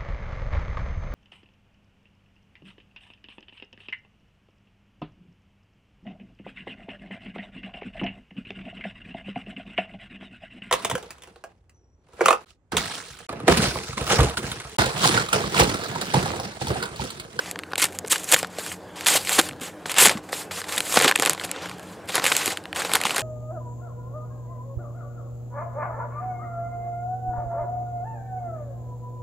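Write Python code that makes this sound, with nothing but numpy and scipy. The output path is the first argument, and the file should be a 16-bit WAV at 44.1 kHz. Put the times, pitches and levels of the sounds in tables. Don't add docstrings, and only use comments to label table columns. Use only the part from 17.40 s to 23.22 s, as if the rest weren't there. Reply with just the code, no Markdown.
import sys
import numpy as np
from scipy import signal
from scipy.io import wavfile
from scipy.ndimage import uniform_filter1d

SR = 44100
rng = np.random.default_rng(int(sys.argv[2]) if len(sys.argv) > 2 else 0)


def bounce(signal):
    frames = np.transpose(np.atleast_2d(signal))
    limited = np.clip(frames, -1, 1)
    pcm = np.round(limited * 32767).astype(np.int16)
    wavfile.write(sys.argv[1], SR, pcm)


def how_loud(loudness_db):
    steps = np.asarray(loudness_db, float) / 20
    return 10 ** steps


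N = 256662

# frequency in Hz, level in dB per Hz.
PAPER_SPECTRUM = [(88, -34.5), (150, -2.5), (172, -15), (205, -9), (401, 0.5), (845, 0.5), (1090, -0.5),
                  (2640, -1.5), (4200, -3), (5900, -4.5), (7480, 2.5), (12000, -4), (15200, -14),
                  (16400, -35)]


def rustle(cracks_per_s=6000, spread_db=3.0, clump_db=1.2, pops_db=-11.0, patchy_db=2.2, stir_db=4.0):
    flex_db, crackle_db, fizz_db, crumple = hands()
    crumple = np.clip(crumple, 0, 1)

    size = how_loud(spread_db * np.minimum(rng.exponential(1, N), 3.5)) * rng.choice([-1., 1.], N)
    cracks = evened(size * (rng.random(N) < cracks_per_s / SR))
    cracks = cracks + how_loud(pops_db) * pops(per_s=260, spread_db=2.5)
    slide = rng.standard_normal(N)
    drive = np.sqrt(1 - 0.66 * crumple) * slide + np.sqrt(crumple) * cracks

    drive *= how_loud(crumple * (clump_db * wander(73.0) + stir_db * stir()))
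    drive /= np.sqrt(uniform_filter1d(drive ** 2, size=3500) + 1e-9)
    paper = signal.oaconvolve(drive, causal(PAPER_SPECTRUM))[:N]
    flex, crackle, fizz = split(mottled(paper, patchy_db))
    return how_loud(flex_db) * flex + how_loud(crackle_db) * crackle + how_loud(fizz_db) * fizz


# start in seconds, length in seconds, crackle level at the start in dB,
# growth to the end in dB, brightness (fizz re crackle) in dB. First, the blade slitting the sheet.
CUT_STROKES = [
    (0.876, 0.067, -41, 24.5, -1),
    (1.665, 0.11, -22.5, -0.5, 0),
    (1.857, 0.0637, -38, 12, -2),
    (1.928, 0.047, -26, -3.5, 1.5),
    (1.977, 0.016, -29, 16, -6),
    (3.112, 0.096, -38, 3, -3.5),
    (3.407, 0.152, -45, 18, 2),
    (4.706, 0.063, -40.5, 18, -5.5),
    (4.841, 0.29, -27, -6.5, -4),
]
RUB_STROKES = [(0, 0.1, -44, 3.5, -6.5), (.775, 0.107, -43.5, 0, 0.5), (0.963, 0.038, -29, -5.5, -1),
               (1.1, 0.11, -54.5, 13.5, -4.5), (1.188, .14, -41, 1, -0.5), (1.559, 0.097, -42, 2, -8),
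               (2.004, 0.068, -36, -2.5, -2), (2.211, 0.07, -39, -3, -1), (2.6, 0.032, -17, 1, 4),
               (2.636, 0.027, -22, 3.5, -2.5), (2.923, 0.1, -36, -4, 0.5), (3.287, 0.095, -36, 2, -3),
               (4.074, 0.17, -42, -1, -25), (4.22, 0.13, -40.5, -10, -9.5), (4.37, 0.17, -58.5, 7, -3),
               (5.1, 0.08, -36, -11, -9)]
CRUSH_STROKES = [(.49, 0.072, -63.5, 16.5, 1.5), (1.04, 0.054, -47, -10, -25), (1.788, .07, -35, -5, -1.5),
                 (2.459, 0.062, -42, 11, -5.5), (2.678, 0.095, -23.5, -20, -9), (2.83, 0.11, -62, 16.5, -3),
                 (3.222, 0.07, -47, 5, -7), (3.559, 0.11, -22.5, -6, -7), (3.64, 0.055, -21.5, -2, -11.5),
                 (3.735, 0.11, -45, 17, -5.5), (3.867, 0.066, -29, -6, -10), (3.965, 0.084, -53, 16.5, -2),
                 (4.676, 0.0148, -45.5, 9.5, -4.5), (4.775, 0.019, -30, -4, -10), (4.812, 0.03, -37, 5, -8),
                 (5.349, 0.0407, -39.5, 10, -5.5), (5.393, 0.17, -30.5, -10, -7.5),
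                 (5.512, 0.04, -42, 17.5, -3), (5.569, 0.088, -35.5, -4, -6), (5.649, 0.11, -28.5, -7, -8),
                 (5.758, 0.065, -28.5, -5, -9.5)]
PIERCE_STROKES = [
    (0.379, 0.056, -32, 11.5, -3),
    (.7, 0.016, -33, 12, 5),
    (.724, .02, -29.5, 5, -8),
    (2.552, 0.024, -35.5, 15, -11),
    (2.584, 0.009, -17.5, -3.5, -0.5),
]
# crumple share from 0 (slide) to 1, release in dB per second, flex re crackle in dB.
STROKE_KINDS = [
    (0.53, 1504, -7.5),
    (0.41, 445, -6),
    (0.98, 502, -4),
    (1, 517, -15),
]
# levels of flex, crackle and fizz in dB.
REST_LEVELS_DB = (-48.5, -71, -64)


def hands(attack_db_per_s=4996, flex_per_bright=-0.25, flex_late_db=4.5):
    t = np.arange(0, N / SR + .002, .001)
    power = how_loud(2 * np.array(REST_LEVELS_DB))[:, None] * np.ones(len(t))
    crumpled_power = .5 * how_loud(2 * REST_LEVELS_DB[1])
    kinds = (CUT_STROKES, RUB_STROKES, CRUSH_STROKES, PIERCE_STROKES)
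    for strokes, (crumple, release_db_per_s, flex_db) in zip(kinds, STROKE_KINDS):
        start, length, db, growth_db, bright_db = np.transpose(strokes)[:, :, None]
        done = np.clip((t - start) / length, 0, 1)
        before_s = np.maximum(start - t, 0)
        after_s = np.maximum(t - start - length, 0)
        crackle_db = db + growth_db * done - attack_db_per_s * before_s - release_db_per_s * after_s
        sheet_db = flex_db + flex_per_bright * bright_db + flex_late_db * (done - .5)
        levels_db = np.array([crackle_db + sheet_db, crackle_db, crackle_db + bright_db])
        parts = how_loud(2 * levels_db).sum(1)
        power = power + parts
        crumpled_power = crumpled_power + crumple * parts[1]
    curves = (*10 * np.log10(power), crumpled_power / power[1])
    return [np.interp(np.arange(N) / SR, t, curve) for curve in curves]


def stir(after_s=.006):
    s, db = np.transpose(CREASES)[:2]
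    kicks = np.zeros(N)
    kicks[np.round(s * SR).astype(int)] = how_loud(db)
    shake = signal.lfilter([1], [1, -np.exp(-1 / (after_s * SR))], kicks)
    usual = abs(uniform_filter1d(shake, size=2500)) + 1e-4
    return np.tanh(shake / usual - 1)


def pops(per_s, spread_db, cycles=1.4):
    size = how_loud(spread_db * np.minimum(rng.exponential(1, N), 4)) * (rng.random(N) < per_s / SR)
    pitches = np.geomspace(800, 9000, num=12)
    panel = rng.integers(0, len(pitches), N)
    t, out = np.arange(400) / SR, np.zeros(N)
    for k, hz in enumerate(pitches):
        tone = np.exp(-t * hz / cycles) * np.sin(2 * np.pi * hz * t)
        click = .5 * np.exp(-t / 0.00099) * rng.standard_normal(len(t))
        out += signal.oaconvolve(size * (panel == k), evened(tone + click))[:N]
    return evened(out)


def mottled(x, patchy_db):
    z = signal.stft(x, nperseg=256)[2]
    patches = uniform_filter1d(rng.standard_normal(z.shape), size=7, axis=0)
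    patches = uniform_filter1d(patches, size=5, axis=1)
    return signal.istft(z * how_loud(patchy_db * evened(patches)), nperseg=256)[1][:N]


# time in
# seconds, peak level in dB, panel ring in Hz, fizz re peak in dB.
CREASE_SNAPS = [(0.0596, -23, 4130, -12), (0.1124, -18.5, 4310, 6.5), (0.1577, -17, 1400, -24),
                (0.19, -15, 2550, -5.5), (0.1958, -23, 1290, -20), (0.235, -19.5, 2700, -16),
                (0.265, -38, 730, -8), (0.3067, -40, 1160, 1), (0.3154, -26, 1210, -21),
                (0.3206, -22, 1720, -11), (0.3337, -10.5, 1110, -22), (0.3564, -10.5, 3550, -4),
                (0.3797, -11, 970, 0.5), (0.3976, -15, 3140, -0.5), (0.4187, -16, 1850, 11),
                (0.4229, -11, 3060, 7), (0.4418, -7.5, 3820, 7.5), (0.454, -19, 2630, 9),
                (0.4854, -32, 2110, -15), (0.5069, -40, 1250, 5), (0.5238, -34, 730, 5),
                (0.53, -32.5, 2410, 2), (0.5484, -33, 860, 5.5), (0.552, -34.5, 952, 0),
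                (0.5878, -20, 2330, 9.5), (0.5937, -37, 860, 10), (0.6475, -23, 1210, -13),
                (0.6505, -28, 1640, -14), (0.662, -34, 5170, 7), (0.6707, -30.5, 5170, 5),
                (0.676, -33, 5210, 11.5), (0.6813, -28, 5250, 13), (0.722, -19, 4570, 4),
                (0.7256, -23, 4950, 1), (0.7581, -15, 1750, -10), (0.7811, -29, 1810, 14),
                (0.7955, -35, 1460, 12), (0.7988, -30, 1500, 9), (0.8336, -31, 4910, 5),
                (0.8431, -27.5, 4130, 14), (0.8894, -25, 3400, 6), (0.917, -18, 3750, 16),
                (0.9215, -8, 3830, -10), (0.9239, -6, 3400, 14), (0.9342, -16, 1640, 1),
                (0.9378, -7, 1420, 7), (0.9433, 0, 2370, -2),
                (0.9625, -10, 2070, -16), (0.9673, -22, 4310, -9), (0.9895, -23, 3620, 13.5),
                      (1.0293, -8.5, 746, -7.5), (1.0357, -17.5, 1590, -22), (1.046, -15, 1360, -17),
                      (1.071, -37.5, 730, 7), (1.185, -18.5, 730, -4.5), (1.263, -20, 1510, 3),
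                      (1.3171, -18, 2780, -12), (1.4854, -46, 1030, 0), (1.6089, -18.5, 4220, -2),
                      (1.6448, -32, 1510, 3.5), (1.6477, -26, 4650, 6), (1.661, -9, 4300, -2),
                      (1.667, -10, 4820, -3), (1.6681, -2.5, 3720, -1.5), (1.6776, -15, 1890, -2),
                      (1.6843, -9.5, 4690, 8), (1.7559, -9, 730, -10), (1.8493, -22.5, 1590, 5),
                      (1.8723, -10.5, 3270, -17), (1.8883, -19, 3570, -4.5), (1.8935, -8, 2630, 2.5),
                      (1.9212, -18, 2450, 9), (1.9892, -6.5, 900, 2.5), (1.9945, -14, 2800, -3),
                      (1.9976, -2, 3570, -1), (2.0134, -13.5, 2150, 3), (2.0884, -20.5, 730, 4.5),
                      (2.092, -18, 2760, -9), (2.1108, -23, 2670, -22), (2.1246, -38, 820, 1),
                      (2.1315, -26, 820, -15), (2.1621, -45, 730, 0), (2.1987, -33, 1120, -1),
                      (2.214, -40, 1640, 13), (2.233, -28, 730, 3), (2.4188, -50, 1080, -1),
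                      (2.4574, -15.5, 820, -16), (2.46, -27, 4820, -4), (2.465, -34.5, 5250, 10),
                      (2.4952, -14, 1720, -13.5), (2.5164, -17, 2540, 3.5), (2.542, -14, 1890, -2),
                      (2.5652, -19, 2840, 1), (2.5835, -11, 3960, -5),
                (2.5868, -11, 3750, -3), (2.65, -4, 4480, -3), (2.656, 1, 1850, -4),
                   (2.6638, -2.5, 900, 4), (2.6715, -2, 3920, -3), (2.6839, -9.5, 2500, 7),
                   (2.6947, -2.5, 2730, -6), (2.7123, -15, 780, -5), (2.716, -15, 870, -0.5),
                   (2.7726, -22, 1450, -14), (2.7844, -36, 730, -10), (2.8381, -43, 730, 1),
                   (2.8895, -29, 2370, -9), (2.9286, -12, 784, -13), (3.11, -21.5, 2200, -14),
                   (3.1746, -20.5, 2280, -10), (3.2164, -17.5, 1770, -2.5), (3.2407, -22, 2070, -22),
                   (3.2832, -30, 2020, -10.5), (3.3236, -16.5, 2670, 2), (3.332, -26, 2840, -0.5),
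                   (3.334, -24, 2580, -4), (3.3626, -27, 2410, 14), (3.37, -20, 2410, -9),
                   (3.3788, -8, 4740, 2), (3.3824, -14, 2890, 7), (3.3886, -27, 4820, 6),
                   (3.4048, -8, 1660, 1.5), (3.5227, -18, 3100, -6), (3.541, -10.5, 1030, -6),
                   (3.5589, -13, 1590, 3), (3.5707, -2, 830, -7.5), (3.5737, -1.5, 1660, -15),
                   (3.59, -9, 2930, 4), (3.6002, -4.5, 4950, -11), (3.611, -6, 2580, -11),
                   (3.6226, -9, 2710, 3), (3.6254, -11, 2710, -6), (3.6285, -9, 2630, -11),
                   (3.6333, -9, 3920, -2), (3.641, -15, 3570, -3), (3.6446, -3.5, 3320, 0.5),
                   (3.6786, -3, 2450, -5), (3.6807, -4.5, 3360, -6), (3.6875, -9.5, 1340, -18),
                   (3.69, -8, 3660, -8), (3.695, -7, 2110, -7),
                (3.7125, -2, 2090, -9), (3.722, -11.5, 1550, -13), (3.7415, -25, 820, -8),
                     (3.752, -28, 3660, 0), (3.7556, -7.5, 3010, -24), (3.759, -2.5, 2970, -1),
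                     (3.776, -19, 1160, 1), (3.7885, -21, 2800, -2), (3.7976, -6.5, 780, 1),
                     (3.8092, -26, 780, 5), (3.8227, -8.5, 820, 5), (3.8316, -10, 1550, -22.5),
                     (3.851, -12, 1120, 5), (3.86, -4, 2800, 2.5), (3.8683, -12, 4910, -2),
                     (3.8735, -5.5, 1150, -11), (3.8961, -6.5, 875, 9.5), (3.906, -17, 730, 4),
                     (3.9119, -29, 990, 9), (3.9323, -19, 4950, 7), (3.9483, -20, 730, -7),
                     (3.9773, -21, 730, -14), (3.9972, -15, 3880, -10), (4.012, -21, 1460, -9.5),
                     (4.0371, -22, 3450, -7), (4.0433, -23, 730, -5.5), (4.0922, -26, 2200, -8),
                     (4.1139, -16.5, 3620, 9), (4.1616, -22, 950, -14.5), (4.258, -18, 1720, -8),
                     (4.288, -27, 1510, -4), (4.2952, -22.5, 1120, -4), (4.3135, -25, 1810, -6.5),
                     (4.3831, -33, 730, -2), (4.3954, -31.5, 1640, 2), (4.43, -39, 730, 4),
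                     (4.6564, -49, 730, 9), (4.6753, -35, 730, 0), (4.6878, -23.5, 2710, 2),
                     (4.6943, -25, 1420, -6), (4.702, -20, 4180, -7), (4.7216, -26, 820, 0),
                     (4.744, -16, 2150, -7), (4.7546, -11, 1890, 7.5), (4.7796, -7, 1370, -11),
                     (4.7969, -14, 1220, -13.5), (4.8203, -16, 1290, -11.5),
                (4.8418, -10, 820, 5.5), (4.8538, -5, 2240, -5), (4.8644, -3, 2760, -5),
                   (4.8687, -12, 5000, 4), (4.875, -16, 3530, -2), (4.88, -14, 4260, -1),
                   (4.918, -5, 1750, -16.5), (4.9215, -5, 2580, -0.5), (4.9516, -11, 2580, 0),
                   (4.9663, -10, 2760, 8), (4.977, -20, 3700, 6), (5.059, -12, 2630, 4.5),
                   (5.0676, -19, 730, 6), (5.0777, -9, 1460, -2), (5.103, -21, 2020, 2),
                   (5.1185, -32, 1980, -1), (5.1722, -13.5, 2670, -6), (5.239, -31.5, 730, -2),
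                   (5.2551, -20.5, 2500, -12), (5.3288, -12.5, 1850, -13), (5.3497, -28, 1750, -1.5),
                   (5.3601, -16, 1810, -1), (5.365, -19.5, 1940, -4.5), (5.3846, -24, 950, -10),
                   (5.3964, -20, 2500, 4), (5.402, -20, 1250, -9), (5.4191, -13.5, 1980, -11),
                   (5.4486, -11, 730, -10), (5.4939, -22, 1420, -10), (5.5163, -14.5, 1770, -4),
                   (5.5358, -4.5, 3750, 2.5), (5.5501, -10.5, 1890, -9), (5.554, -1.5, 3880, 1),
                   (5.5665, -14, 1890, -11), (5.6026, -19, 955, -7), (5.614, -11.5, 2450, -1),
                   (5.6366, -12, 3660, 0), (5.6522, -8.5, 786, -10), (5.6656, -17, 2540, -15),
                   (5.6944, -14, 2150, -11), (5.7073, -9.5, 3160, -8), (5.7458, -18, 3060, -2),
                   (5.7616, -15.5, 1680, 5), (5.7651, -13, 1810, -3), (5.781, -9, 2070, 1),
                   (5.7934, -14, 2970, -3), (5.8063, -20, 730, 4)]
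CREASES = CREASE_SNAPS


def snaps(ring_db=-12.5, ring_per_db=2.0, trim_db=(-2.5, -1.5, -1.5)):
    flip_s, settle_db, settle_t60_s, jolt_db = .0016, -22, .03, 7
    s, db, hz, fizz_db = np.transpose(CREASES)
    flex_db = -12.5 - 8.5 * np.log2(hz / 1460)
    out, t = np.zeros(N), np.arange(900) / SR

    noise = rng.standard_normal((len(s), len(t)))
    noise[:, 4] = how_loud(jolt_db) * np.sign(noise[:, 4])
    flip = np.exp(-(t / flip_s) ** 2)
    settling = how_loud(settle_db - 60 * t / settle_t60_s)
    bursts = noise * (flip + settling)
    paper = signal.oaconvolve(bursts, causal(PAPER_SPECTRUM)[None], axes=1)[:, :len(t)]

    flex, crackle, fizz = split(paper)
    fizz = signal.lfilter([1, 1.6, .7], 1, fizz) * np.exp(-t / .003)
    crackle = signal.sosfilt(signal.butter(4, 5800, fs=SR, output="sos"), crackle)
    panel = np.array([ring(part, f, f / 1.6) for part, f in zip(crackle, hz)])
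    panel_db = np.minimum(ring_db - ring_per_db * fizz_db, 2.5)
    crackle = peaked(crackle) + how_loud(panel_db)[:, None] * peaked(panel)

    parts, levels_db = (flex, crackle, fizz), (db + flex_db, db, db + fizz_db)
    for part, part_db, trim in zip(parts, levels_db, trim_db):
        for at, sound in zip(s, how_loud(part_db + trim)[:, None] * peaked(part)):
            add(out, at, sound)
    return out


# start in seconds, peak level in dB, pitch in Hz, 60 dB decay in seconds.
BAG_THUMPS = [(0.643, -19.5, 430, 0.037), (0.938, -11, 500, 0.027), (1.185, -18, 630, 0.0315),
              (1.991, -4.5, 776, 0.019), (5.651, -24, 217, 0.043), (5.653, -6.5, 864, 0.012),
              (1.752, -9, 660, 0.024), (2.673, -17, 216, 0.039), (5.078, -14, 337, 0.026),
              (1.988, -13.5, 332, 0.091), (2.647, -24, 380, 0.042), (2.215, -26, 257, 0.045),
              (2.752, -21, 216, 0.071), (3.572, -9.5, 222, 0.024), (3.646, -18, 264, 0.06),
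              (3.662, -11, 390, 0.037), (3.79, -19, 334, 0.037), (4.916, -20, 430, 0.041),
              (5.545, -21, 436, 0.053)]


def thumps(rise_s=0.0011):
    out, t = np.zeros(N), np.arange(6000) / SR
    for s, db, hz, t60 in BAG_THUMPS:
        envelope = how_loud(db - 60 * t / max(t60, .01)) * (1 - np.exp(-t / rise_s))
        add(out, s, envelope * np.sin(2 * np.pi * hz * t))
    return out


def yard(x, t60=0.007, tail_db=-18, apart_db=-20):
    t = np.arange(8000) / SR
    mid, side = rng.standard_normal((2, len(t))) * how_loud(-60 * t / t60) * (t > .003)
    side = how_loud(apart_db) * side
    tail = np.array([mid + side, mid - side]) * how_loud(tail_db) / np.linalg.norm(mid)
    return x + signal.fftconvolve(x[None], tail, axes=1)[:, :N]


# frequency in Hz, side re mid in dB.
PORT_SIDE = [(500, -49), (2500, -37.5), (6000, -25.5), (10000, -26), (15000, -22)]


def ports(x):
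    side = signal.oaconvolve(x.mean(0), causal(PORT_SIDE))[:N]
    delayed = np.roll(side, 3)
    return x + np.array([delayed, -delayed])


# frequency in Hz, level in dB per Hz.
TRAFFIC_SPECTRUM = [(15, -42), (25, 3.5), (167, -4), (582, -2), (1240, -15.5), (1630, -8.5), (1820, -15),
                    (1970, -17), (2890, -19.5), (7670, -31.5), (12200, -49), (15100, -42), (16400, -42)]
# frequency in Hz, side re mid in dB.
TRAFFIC_SIDE = [(60, -14.5), (800, -17), (2400, -16.5), (15000, -6)]


def traffic(level_db=-44, patchy_db=-2.5):
    frames, hz = N // 256 + 5, np.fft.rfftfreq(1024, 1 / SR)
    a, b, c, d, patches = rng.standard_normal((frames, 513, 5)).T
    patches = uniform_filter1d(patches, size=12, axis=0)
    patches = evened(uniform_filter1d(patches, size=14, axis=1))
    mid = a + 1j * b
    side = (c + 1j * d) * how_loud(read(TRAFFIC_SIDE, hz))[:, None]
    colour = how_loud(read(TRAFFIC_SPECTRUM, hz)[:, None] + patchy_db * patches)
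    z = np.array([mid + side, mid - side]) * colour
    return how_loud(level_db) * evened(signal.istft(z, nperseg=1024, noverlap=768)[1][:, :N])


# frequency in Hz, rms level in dB, line width in Hz.
MOTOR_LINES = [(91.7, -55.5, 5), (180, -51, 5.8), (307, -51, 12), (454, -55.5, 40)]


def motor(steady=0.31):
    t, out = np.arange(N) / SR, np.zeros(N)
    for hz, db, width_hz in MOTOR_LINES:
        tone = np.sqrt(2) * np.sin(2 * np.pi * hz * t + wander(1.5))
        fuzz = evened(ring(rng.standard_normal(N), hz, width_hz))
        out += how_loud(db) * evened(steady * tone + (1 - steady) * fuzz)
    return out


def ring(x, hz, width_hz):
    r = np.exp(-np.pi * width_hz / SR)
    return signal.lfilter([1 - r], [1, -2 * r * np.cos(2 * np.pi * hz / SR), r * r], x)


def wander(hz):
    return evened(signal.sosfilt(signal.butter(2, hz, fs=SR, output="sos"), rng.standard_normal(N)))


def causal(points):
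    level_db = np.maximum(read(points, np.fft.rfftfreq(2048, 1 / SR)), -100)
    half = np.log(how_loud(level_db))
    full = np.r_[half, half[-2:0:-1]]
    return np.fft.ifft(np.exp(full - 1j * signal.hilbert(full).imag)).real[:1024]


CROSSOVERS_HZ = (1300, 5500)


def split(x):
    def twice(v, hz, kind):
        sos = signal.butter(2, hz, kind, fs=SR, output="sos")
        return signal.sosfilt(np.vstack([sos, sos]), v)

    low, high = CROSSOVERS_HZ
    upper = twice(x, low, "high")
    parts = (twice(x, low, "low"), twice(upper, high, "low"), twice(upper, high, "high"))
    return [evened(part) for part in parts]


def read(points, hz):
    f, value = np.transpose(points)
    return np.interp(np.log(hz + 1), np.log(f + 1), value)


def evened(x):
    return x / np.sqrt(np.mean(x ** 2) + 1e-20)


def peaked(rows):
    return rows / abs(rows).max(axis=1, keepdims=True)


def add(mix, s, sound):
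    part = mix[round(s * SR):][:len(sound)]
    part += sound[:len(part)]


def scene():
    paper = rustle() + snaps() + thumps()
    return ports(yard(paper)) + traffic() + motor()


def low_pass(x):
    return signal.sosfilt(signal.butter(12, 16570, fs=SR, output="sos"), x)


def record(dry):
    mic_low_hz, edge_hz = 84.5, 15900
    cut = signal.sosfilt(signal.butter(4, mic_low_hz, "high", fs=SR, output="sos"), dry)
    clipped = np.clip(cut, -.95, .95)
    edge = signal.firwin(401, edge_hz, fs=SR)[None]
    mix = signal.oaconvolve(clipped, edge, "same")
    return low_pass(mix)


dry = scene()
out = record(dry)
bounce(out)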